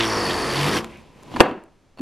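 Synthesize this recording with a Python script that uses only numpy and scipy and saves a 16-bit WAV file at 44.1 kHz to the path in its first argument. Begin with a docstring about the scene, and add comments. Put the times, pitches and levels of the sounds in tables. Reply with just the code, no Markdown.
"""Stick blender in a steel bowl

A stick blender purees fruit on a kitchen worktop, close to the microphone: sines locked to the shaft,
with noise and random splats for gears and pulp. Its motor sags under the load, recovers and is switched
off. The foot is pulled out of the sticky pulp (shaped noise, clicks, slurps), the bowl drops back with a
knock that overloads the microphone (noise thuds, ringing modes, chatter), and a duller bump follows."""
import sys
import numpy as np
from scipy import signal
from scipy.fft import rfft, irfft, next_fast_len
from scipy.io import wavfile
from scipy.ndimage import map_coordinates

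SR = 44100
rng = np.random.default_rng(int(sys.argv[2]) if len(sys.argv) > 2 else 0)


def wav_record(signal):
    """Record a signal, one row per channel, as 16-bit PCM in the file named by sys.argv[1]."""
    frames = np.transpose(np.atleast_2d(signal))
    bounded = np.clip(frames, -1, 1)
    # unit amplitude maps onto the largest positive 16-bit level
    quanta = np.round(bounded * 32767).astype(np.int16)
    wavfile.write(sys.argv[1], SR, quanta)


N = 88640  # length in samples


def amp(db):
    """Decibels to gain."""
    return 10 ** (np.asarray(db) / 20)


def unit(x):
    """Scale to rms 1."""
    return x / np.sqrt(np.mean(x ** 2) + 1e-20)


def along(points, hz):
    """Read (frequency, value) points on a log frequency axis."""
    f, v = np.transpose(points)
    return np.interp(np.log(hz + 1), np.log(f + 1), v)


def curves(rows):
    """One value per sample for each column after the time; the end values hold."""
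    times, *columns = np.transpose(rows)
    return [np.interp(np.arange(N) / SR, times, c) for c in columns]


def wobble(rate):
    """A smooth random curve with rate knots a second."""
    knots = rng.standard_normal(int(N * rate / SR) + 4)
    return map_coordinates(knots, [np.arange(N) * rate / SR])


def noise(*shape):
    """White noise."""
    return rng.standard_normal(shape)


def sine(cycles):
    """A sine of peak 1 from its running count of cycles."""
    return np.sin(2 * np.pi * cycles)


def swell_at(t, s, length):
    """A bell-shaped swell of peak 1 around time s."""
    return np.exp(-((t - s) / length) ** 2 / 2)


def filtered(x, response):
    """Multiply the spectrum of x by a response of frequency."""
    n = x.shape[-1]
    m = next_fast_len(n + SR // 2)
    return irfft(rfft(x, m) * response(np.fft.rfftfreq(m, 1 / SR)), m)[..., :n]


def coloured(x, spectrum):
    """Shape x by a spectrum, then scale it to rms 1."""
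    return unit(filtered(x, lambda hz: amp(along(spectrum, hz))))


# stereo width of the bowl and the sounds around it: (frequency [Hz], side over middle [dB])
WIDE = [(60, -19), (130, -8.5), (300, -6.5), (650, -12.5), (1400, -14.5), (3100, -26.5), (6800, -5),
        (15000, 1)]


def spread(pair, width=WIDE):
    """Use two unrelated signals as middle and side of a stereo image."""
    side = filtered(pair[1], lambda hz: amp(along(width, hz)))
    return np.array([pair[0] + side, pair[0] - side])


def dying(x, t60):
    """Let each frequency of x fade at its own speed."""
    hz, t, grains = signal.stft(x, SR, nperseg=128)
    fade = amp(-60 * t / along(t60, hz)[:, None])
    return signal.istft(grains * fade, SR, nperseg=128)[1][..., :x.shape[-1]]


def ringing(modes, scatter_db=0):
    """Decaying sine modes with random phases and, if asked, scattered levels."""
    t = np.arange(SR // 2) / SR
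    return sum(amp(db + scatter_db * rng.standard_normal() - 60 * t / t60) * sine(hz * t + rng.random())
               for hz, db, t60 in modes)


def add(track, s, sound):
    """Mix a sound into a track at time s."""
    part = track[..., round(s * SR):][..., :sound.shape[-1]]
    part += sound[..., :part.shape[-1]]


# how strongly bowl and housing radiate the shaft tones: (frequency [Hz], relative level [dB])
RADIATION = [(70, -18), (90, -6), (115, -1.5), (150, -9), (180, 0), (260, -2), (300, -2), (345, 7),
             (385, -3), (500, 3), (570, -10), (690, -4), (790, -9), (900, -2), (1000, -7), (1200, -2),
             (1450, -9), (2000, -9)]
TONE_ROUGH_DB = 1.8


def shaft_tones(turns, speed, order):
    """Every second multiple of the shaft speed from order on swells as it glides through a resonance."""
    tones = 0
    for k in range(order, 32, 2):
        level_db = along(RADIATION, k * speed) + TONE_ROUGH_DB * wobble(20.9)
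        tones = tones + amp(level_db) * sine(k * turns + rng.random())
    return unit(tones)


# what the housing passes of the whine: (frequency [Hz], relative level [dB])
HOUSING = [(4100, -30), (4350, -1), (4520, 5), (4750, -2), (5800, 0), (6200, -20)]
WHINE_ORDER, WHINE_SWING = 100, .28  # multiple of the shaft speed; downward sweep, share of pitch
WHINE_WIDTH_HZ = 420
WHINE_DB, WHINE_FADE_DB_PER_S = -6, 7  # level over the gear noise at the start, and its fall


def rotor_whine(turns, speed, t):
    """The fast rotor's whine, partly steady and partly noisy, sweeps down once per turn."""
    band = filtered(noise(N), lambda hz: 1 / (1 + (hz / WHINE_WIDTH_HZ) ** 4))
    swept_speed = speed * (1 + WHINE_SWING * (.5 - turns % 1))
    carrier = sine(WHINE_ORDER * np.cumsum(swept_speed) / SR)
    whine = coloured((0.39 + unit(band)) * carrier, HOUSING)
    return amp(WHINE_DB - WHINE_FADE_DB_PER_S * t) * whine


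# gear and brush noise: (frequency [Hz], relative density [dB per Hz])
GEARS = [(30, -75), (100, -24), (190, -11), (350, -3), (600, -4), (1080, 0.5), (1450, -7), (1800, -0.5),
         (2200, -7.5), (3000, -11), (4100, -15), (4500, -5), (4850, -13.5), (5500, -13), (6300, -17.5),
         (8900, -23.5), (9350, -27), (9680, -12.5), (10200, -24.5), (12600, -32.5), (13400, -33.5),
         (16000, -54)]
# stereo width of the near blender: (frequency [Hz], side over middle [dB])
NEAR = [(60, -14), (380, -4.5), (700, -23), (1300, -90), (2400, -46), (4400, -104), (8100, -18),
        (15000, 7.5)]


def gear_noise(swell):
    """Gears and brushes make broad noise that pulses with the shaft."""
    return spread(coloured(swell * noise(2, N), GEARS), NEAR)


# churning pulp: (frequency [Hz], relative density [dB per Hz])
PULP = [(60, -33), (150, -4), (400, -1.5), (700, -6.5), (1400, -5.5), (3200, -2.5), (4200, -10.5),
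        (6500, -18), (9000, -19), (12500, -20), (13400, -45), (16000, -52.5)]
SPLATS_PER_S, SPLAT_SPREAD_DB = 2900, 1.5  # rate before the pulsing; scatter of sizes
PULP_LUMPS_DB, PULP_LUMPS_PER_S = 2.8, 130  # slower unevenness of the splats and its knot rate


def pulp_splats(swell):
    """Random impulses, densest as the shaft noise swells, are coloured into wet splats."""
    sizes_db = SPLAT_SPREAD_DB * noise(2, N) + PULP_LUMPS_DB * wobble(PULP_LUMPS_PER_S)
    hits = rng.random((2, N)) < swell ** 3 * SPLATS_PER_S / SR
    splats = rng.choice([-1, 1], (2, N)) * amp(sizes_db) * hits
    return spread(coloured(splats, PULP), NEAR)


# low churning that builds up as the fruit breaks: (time [s], level [dB])
CHURN = [(0, -47), (.2, -49), (.3, -32), (.38, -37), (.5, -34), (.76, -27)]
# its colour: (frequency [Hz], relative density [dB per Hz])
CHURN_COLOUR = [(30, -35), (160, -6), (350, 5.5), (700, -9), (1500, -48.5)]


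def low_churn(swell):
    """Pulsing low noise of the broken fruit."""
    return amp(curves(CHURN)[0]) * coloured(swell * noise(N), CHURN_COLOUR)


# the blade bites into a lump: (time [s], length [s], level [dB])
BITES = [(.006, 0.0029, -19), (0.029, 0.017, -26), (0.31, 0.0071, -27), (0.565, 0.029, -33.5),
         (0.736, 0.0019, -28.5), (0.778, 0.0054, -35)]
# colour of the bites: (frequency [Hz], relative density [dB per Hz])
BITE = [(100, -35), (1400, -8), (1900, 0.5), (2400, -3.5), (3200, 1), (3900, -1.5), (4500, -11),
        (8000, -24), (14000, -40.5)]


def blade_bites(swell, t):
    """Each bite is a brief swell of pulsing bright noise."""
    level = sum(amp(db) * swell_at(t, s, length) for s, length, db in BITES)
    return level * coloured(swell ** 2 * noise(N), BITE)


# shaft speed before jitter: (time [s], speed [turns per second])
SPEED = [(0, 57.5), (.05, 55.6), (.12, 54.2), (.16, 52.1), (.3, 44.3), (.46, 44.2), (.53, 44.3), (.61, 47),
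         (.68, 50), (.75, 55), (.8, 55)]
# running blender: (time [s], even shaft orders [dB], odd orders [dB], third-order drone in the bowl [dB],
# gear noise [dB], pulp [dB])
DRIVE = [(0, -27, -32.5, -58, -30.5, -35), (.06, -25.5, -38.5, -67, -27.5, -34),
         (.14, -28.5, -26, -90, -28.5, -39.5), (.27, -27.5, -34, -39, -27, -39),
         (.31, -26, -38, -38, -28.5, -29), (.36, -37, -34, -48.5, -27.5, -42),
         (.5, -29.5, -34, -38.5, -27.5, -36.5), (.58, -37, -49, -28.5, -27.5, -27.5),
         (.66, -26, -39, -24, -28, -26.5), (.72, -27, -35, -37, -29, -28.5),
         (.77, -30, -30.5, -34.5, -25.5, -26.5)]
SPEED_JITTER = .003  # share of the speed
GEAR_PULSING = 0.18  # depth of the noise's swell, twice a turn
MAINS_HZ, MAINS_DB = 50, -47
TONES_PAN_DB = 0.3  # left up and right down by this much
OFF_S = 0.7746  # switch-off
STOP_DB_PER_S, TONE_STOP_DB_PER_S = 482, 195  # the tones outlast the noise


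def blender():
    """Motor and pulp follow one shaft; all fall quickly at switch-off."""
    t = np.arange(N) / SR
    speed = curves(SPEED)[0] * (1 + SPEED_JITTER * wobble(35))
    turns = np.cumsum(speed) / SR
    swell = 1 + GEAR_PULSING * np.cos(2 * np.pi * 2 * turns)
    even_db, odd_db, drone_db, gear_db, pulp_db = curves(DRIVE)

    tones = amp(even_db) * shaft_tones(turns, speed, order=2)
    tones = tones + amp(odd_db) * shaft_tones(turns, speed, order=5)
    tones = tones * amp(TONES_PAN_DB * np.array([[1], [-1]]))
    # the square root of two makes these levels rms
    drone = amp(drone_db) * np.sqrt(2) * sine(3 * turns)
    hum = amp(MAINS_DB) * np.sqrt(2) * sine(MAINS_HZ * t)
    gears = amp(gear_db) * (rotor_whine(turns, speed, t) + gear_noise(swell))
    pulp = amp(pulp_db) * pulp_splats(swell) + low_churn(swell) + blade_bites(swell, t)

    since_off = np.maximum(t - OFF_S, 0)
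    tones = tones * amp(-TONE_STOP_DB_PER_S * since_off)
    return tones + (drone + hum + gears + pulp) * amp(-STOP_DB_PER_S * since_off)


# the foot shifting in the pulp, before flutter: (time [s], level [dB])
SHIFT = [(.78, -35.5), (.92, -45), (.99, -46.5), (1.06, -51), (1.14, -53.5), (1.22, -48), (1.29, -44.5),
         (1.35, -37), (1.39, -32), (1.5, -53), (1.66, -69.5), (1.75, -90)]
# its colour: (frequency [Hz], relative density [dB per Hz])
SMEAR = [(25, -6), (55, 9), (110, 11), (400, 7), (900, 0.5), (1000, 8.5), (1100, -0.5), (1400, -8.5),
         (2500, -5), (4500, -13), (8000, -21.5), (12000, -26), (14000, -42)]
# wet clicks of the pulp: (time [s], level [dB])
CLICKS = [(0.845, -25), (0.973, -43), (1.229, -40), (1.234, -39.5), (1.491, -44.5), (1.638, -43)]
# colour of the clicks: (frequency [Hz], relative density [dB per Hz])
CLICK_COLOUR = [(100, 0.5), (1000, 7), (3500, -5.5), (7000, -6), (12000, -11), (15000, -24.5)]
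CLICK_T60_S = 0.0061


def squelch(flutter_db=1):
    """The foot drags through the pulp as fluttering noise, with a few wet clicks of decaying noise."""
    drag = spread(coloured(noise(2, N), SMEAR))
    out = amp(curves(SHIFT)[0] + flutter_db * wobble(70)) * drag
    t = np.arange(SR // 10) / SR
    for s, db in CLICKS:
        click = spread(coloured(noise(2, len(t)), CLICK_COLOUR))
        add(out, s, amp(db - 60 * t / CLICK_T60_S) * click)
    return out


# quiet kitchen: (frequency [Hz], relative density [dB per Hz])
FLOOR = [(25, 8.5), (60, -3.5), (130, 1), (300, -4), (1000, -14), (2000, -18.5), (6000, -26), (12000, -37),
         (14000, -57)]
FLOOR_DB = -58


def quiet_kitchen():
    """Steady faint noise, strongest in the bass."""
    return amp(FLOOR_DB) * spread(coloured(noise(2, N), FLOOR))


# decay of the room: (frequency [Hz], t60 [s])
ROOM_T60 = [(100, 0.28), (300, .45), (1000, 0.38), (3000, 0.39), (6000, 0.25), (12000, 0.14)]
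# colour of the room: (frequency [Hz], relative level [dB])
ROOM_COLOUR = [(40, -22), (100, -6), (200, 3), (500, 0.5), (1000, 1.5), (1700, -1), (2700, 0), (5000, -5),
               (12000, -2.5)]
# stereo width of the room: (frequency [Hz], side over middle [dB])
ROOM_WIDTH = [(60, -18.5), (300, -14), (1400, -17), (4000, -29.5), (7000, -1.5), (15000, -6.5)]


def kitchen(x, delay_s=.006):
    """A small hard room answers with a short tail of decaying noise."""
    tail = dying(coloured(noise(2, SR // 2), ROOM_COLOUR), ROOM_T60)
    tail = tail / np.linalg.norm(tail[0])
    tail = np.pad(tail, ((0, 0), (round(delay_s * SR), 0)))
    echoes = signal.fftconvolve(x.mean(axis=0)[None], tail, axes=1)[:, :N]
    return spread(echoes, ROOM_WIDTH)


# low resonances ringing on after switch-off: (frequency [Hz], level [dB], t60 [s])
AFTER_RING = [(225, -32.5, 0.61), (352, -34.5, 0.48)]


def after_ring():
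    """Low modes ring on when the motor is switched off."""
    out = np.zeros(N)
    add(out, OFF_S, ringing(AFTER_RING))
    return out


# slurps as air is drawn under the foot: (time [s], length [s], level [dB], centre [Hz])
SLURPS = [(0.945, 0.038, -50, 2340), (1.345, 0.0073, -44, 3270)]
SLURP_WIDTH = 0.22  # share of the centre frequency


def slurps():
    """Air drawn under the foot gives short swells of narrow hiss."""
    out, t = np.zeros(N), np.arange(N) / SR
    for s, length, db, centre in SLURPS:
        hiss = unit(filtered(noise(N), lambda hz: 1 / (1 + ((hz / centre - 1) / SLURP_WIDTH) ** 2)))
        out += amp(db) * swell_at(t, s, length) * hiss
    return out


# soft bumps of the foot and of falling pulp: (time [s], level before the attack [dB], pitch [Hz])
BUMPS = [(.975, -35, 140), (1.321, -32.5, 290), (1.347, -15, 264.6), (1.365, -14.5, 312.4),
         (1.513, -14, 268.4), (1.547, -22.5, 371), (1.573, -28, 200.3), (1.64, -34, 314.6),
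         (1.84, -50, 254), (1.992, -23, 285), (2.003, -11, 265)]
BUMP_ATTACK_S, BUMP_T60_S = 0.0037, 0.051


def bumps():
    """A soft contact gives a short low sine thump with a rounded attack."""
    out, t = np.zeros(N), np.arange(SR // 4) / SR
    attack = 1 - np.exp(-t / BUMP_ATTACK_S)
    for s, db, hz in BUMPS:
        add(out, s, amp(db - 60 * t / BUMP_T60_S) * attack * sine(hz * t))
    return out


# contacts of foot, bowl and worktop: (time [s], level [dB], brightness [Hz])
KNOCKS = [(1.317, -29, 900), (1.34, -28, 1985), (1.362, -15.5, 2203), (1.367, -17.5, 1994),
          (1.399, -14, 4000), (1.4043, 11.5, 2220), (1.409, 1, 1500), (1.512, -26.5, 2007)]
# damped thud of a contact: (frequency [Hz], relative density [dB per Hz])
THUD = [(25, -22.5), (100, -13.5), (190, 5.5), (700, 1.5), (1000, 5.5), (1400, -7.5), (2700, -6.5),
        (5000, -23.5), (10000, -25), (16000, -38)]
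# its decay: (frequency [Hz], t60 [s])
THUD_T60 = [(100, 0.028), (1000, 0.026), (4000, 0.026), (12000, 0.057)]
# modes of the bowl and the blender's foot, before scatter: (frequency [Hz], relative level [dB], t60 [s])
BOWL = [(221, -34, .33), (301, -32, .35), (358, -26, .22), (495, -12, .17), (574.5, -33.5, 0.2),
        (624, -40, 0.47), (710, -5, .022), (727, -33, .35), (902, -2, 0.035), (995, -30, .17),
        (1170, -27, .22), (1340, -36, .21), (1648, -32.5, .3), (1809, -30.5, .25), (2076, -33.5, 0.18),
        (2643, -36, .25), (4490, -5, 0.019)]
RING_DB = -8  # all modes against the thud


def knocks(scatter_db=1.0):
    """Each contact thuds and rings the bowl; soft contacts lose their treble."""
    out = np.zeros((2, N))
    for s, db, bright_hz in KNOCKS:
        thud = spread(dying(coloured(noise(2, SR // 2), THUD), THUD_T60))
        ring = amp(RING_DB) * ringing(BOWL, scatter_db)
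        softness = signal.butter(1, bright_hz, fs=SR)
        add(out, s, amp(db) * signal.lfilter(*softness, thud + ring))
    return out


# the bowl chatters on the worktop as it settles: (frequency [Hz], relative density [dB per Hz])
CHATTER = [(40, -24.5), (130, -5), (380, 1.5), (510, 0), (600, 2.5), (900, -1), (1220, -4.5), (1400, -6),
           (1700, -8.5), (2700, -19.5), (3600, -27), (8000, -46), (14000, -59)]
CHATTER_S, CHATTER_DB, CHATTER_DB_PER_S = 1.412, -20, 146.5  # start, level and fall


def chatter(rough_db=2.5):
    """A dense, uneven rattle of noise dies away after the knock."""
    age = np.arange(N) / SR - CHATTER_S
    level_db = CHATTER_DB - CHATTER_DB_PER_S * np.abs(age) + rough_db * wobble(140)
    rattle = spread(coloured(noise(2, N), CHATTER), ROOM_WIDTH)
    return (age > 0) * amp(level_db) * rattle


def crack(db=-3, t60=0.057):
    """The brief broad noise of a tap."""
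    t = np.arange(SR // 2) / SR
    return amp(db - 60 * t / t60) * coloured(noise(len(t)), THUD)


# the plastic foot taps the bowl: (time [s], level [dB])
TAPS = [(1.974, -42.5), (1.986, -37.5), (1.993, -35)]
# modes of the foot: (frequency [Hz], relative level [dB], t60 [s])
FOOT = [(620, -4, .02), (2700, -8, .015), (4400, -8, .035)]


def foot_taps():
    """Each tap cracks and briefly rings the foot."""
    out = np.zeros(N)
    for s, db in TAPS:
        add(out, s, amp(db) * (ringing(FOOT) + crack()))
    return out


ROOM_DB, KNOCK_ROOM_DB = -23.5, -22.5  # room level for the work and for the knocks


def scene():
    """Blender, pulp and bowl in the kitchen."""
    work = blender() + squelch() + after_ring() + slurps() + bumps() + chatter() + foot_taps()
    hits = knocks()
    room = kitchen(amp(ROOM_DB) * work + amp(KNOCK_ROOM_DB) * hits)
    return work + hits + room + quiet_kitchen()


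CLIP_TOP, TOP_HZ = 1, 15900  # overload level (full scale 1) and band limit


def record(dry):
    """The microphone clips on the loud knock and keeps nothing above its band limit."""
    clipped = np.clip(dry, -CLIP_TOP, CLIP_TOP)
    return filtered(clipped, lambda hz: hz < TOP_HZ)


dry = scene()
out = record(dry)
wav_record(out)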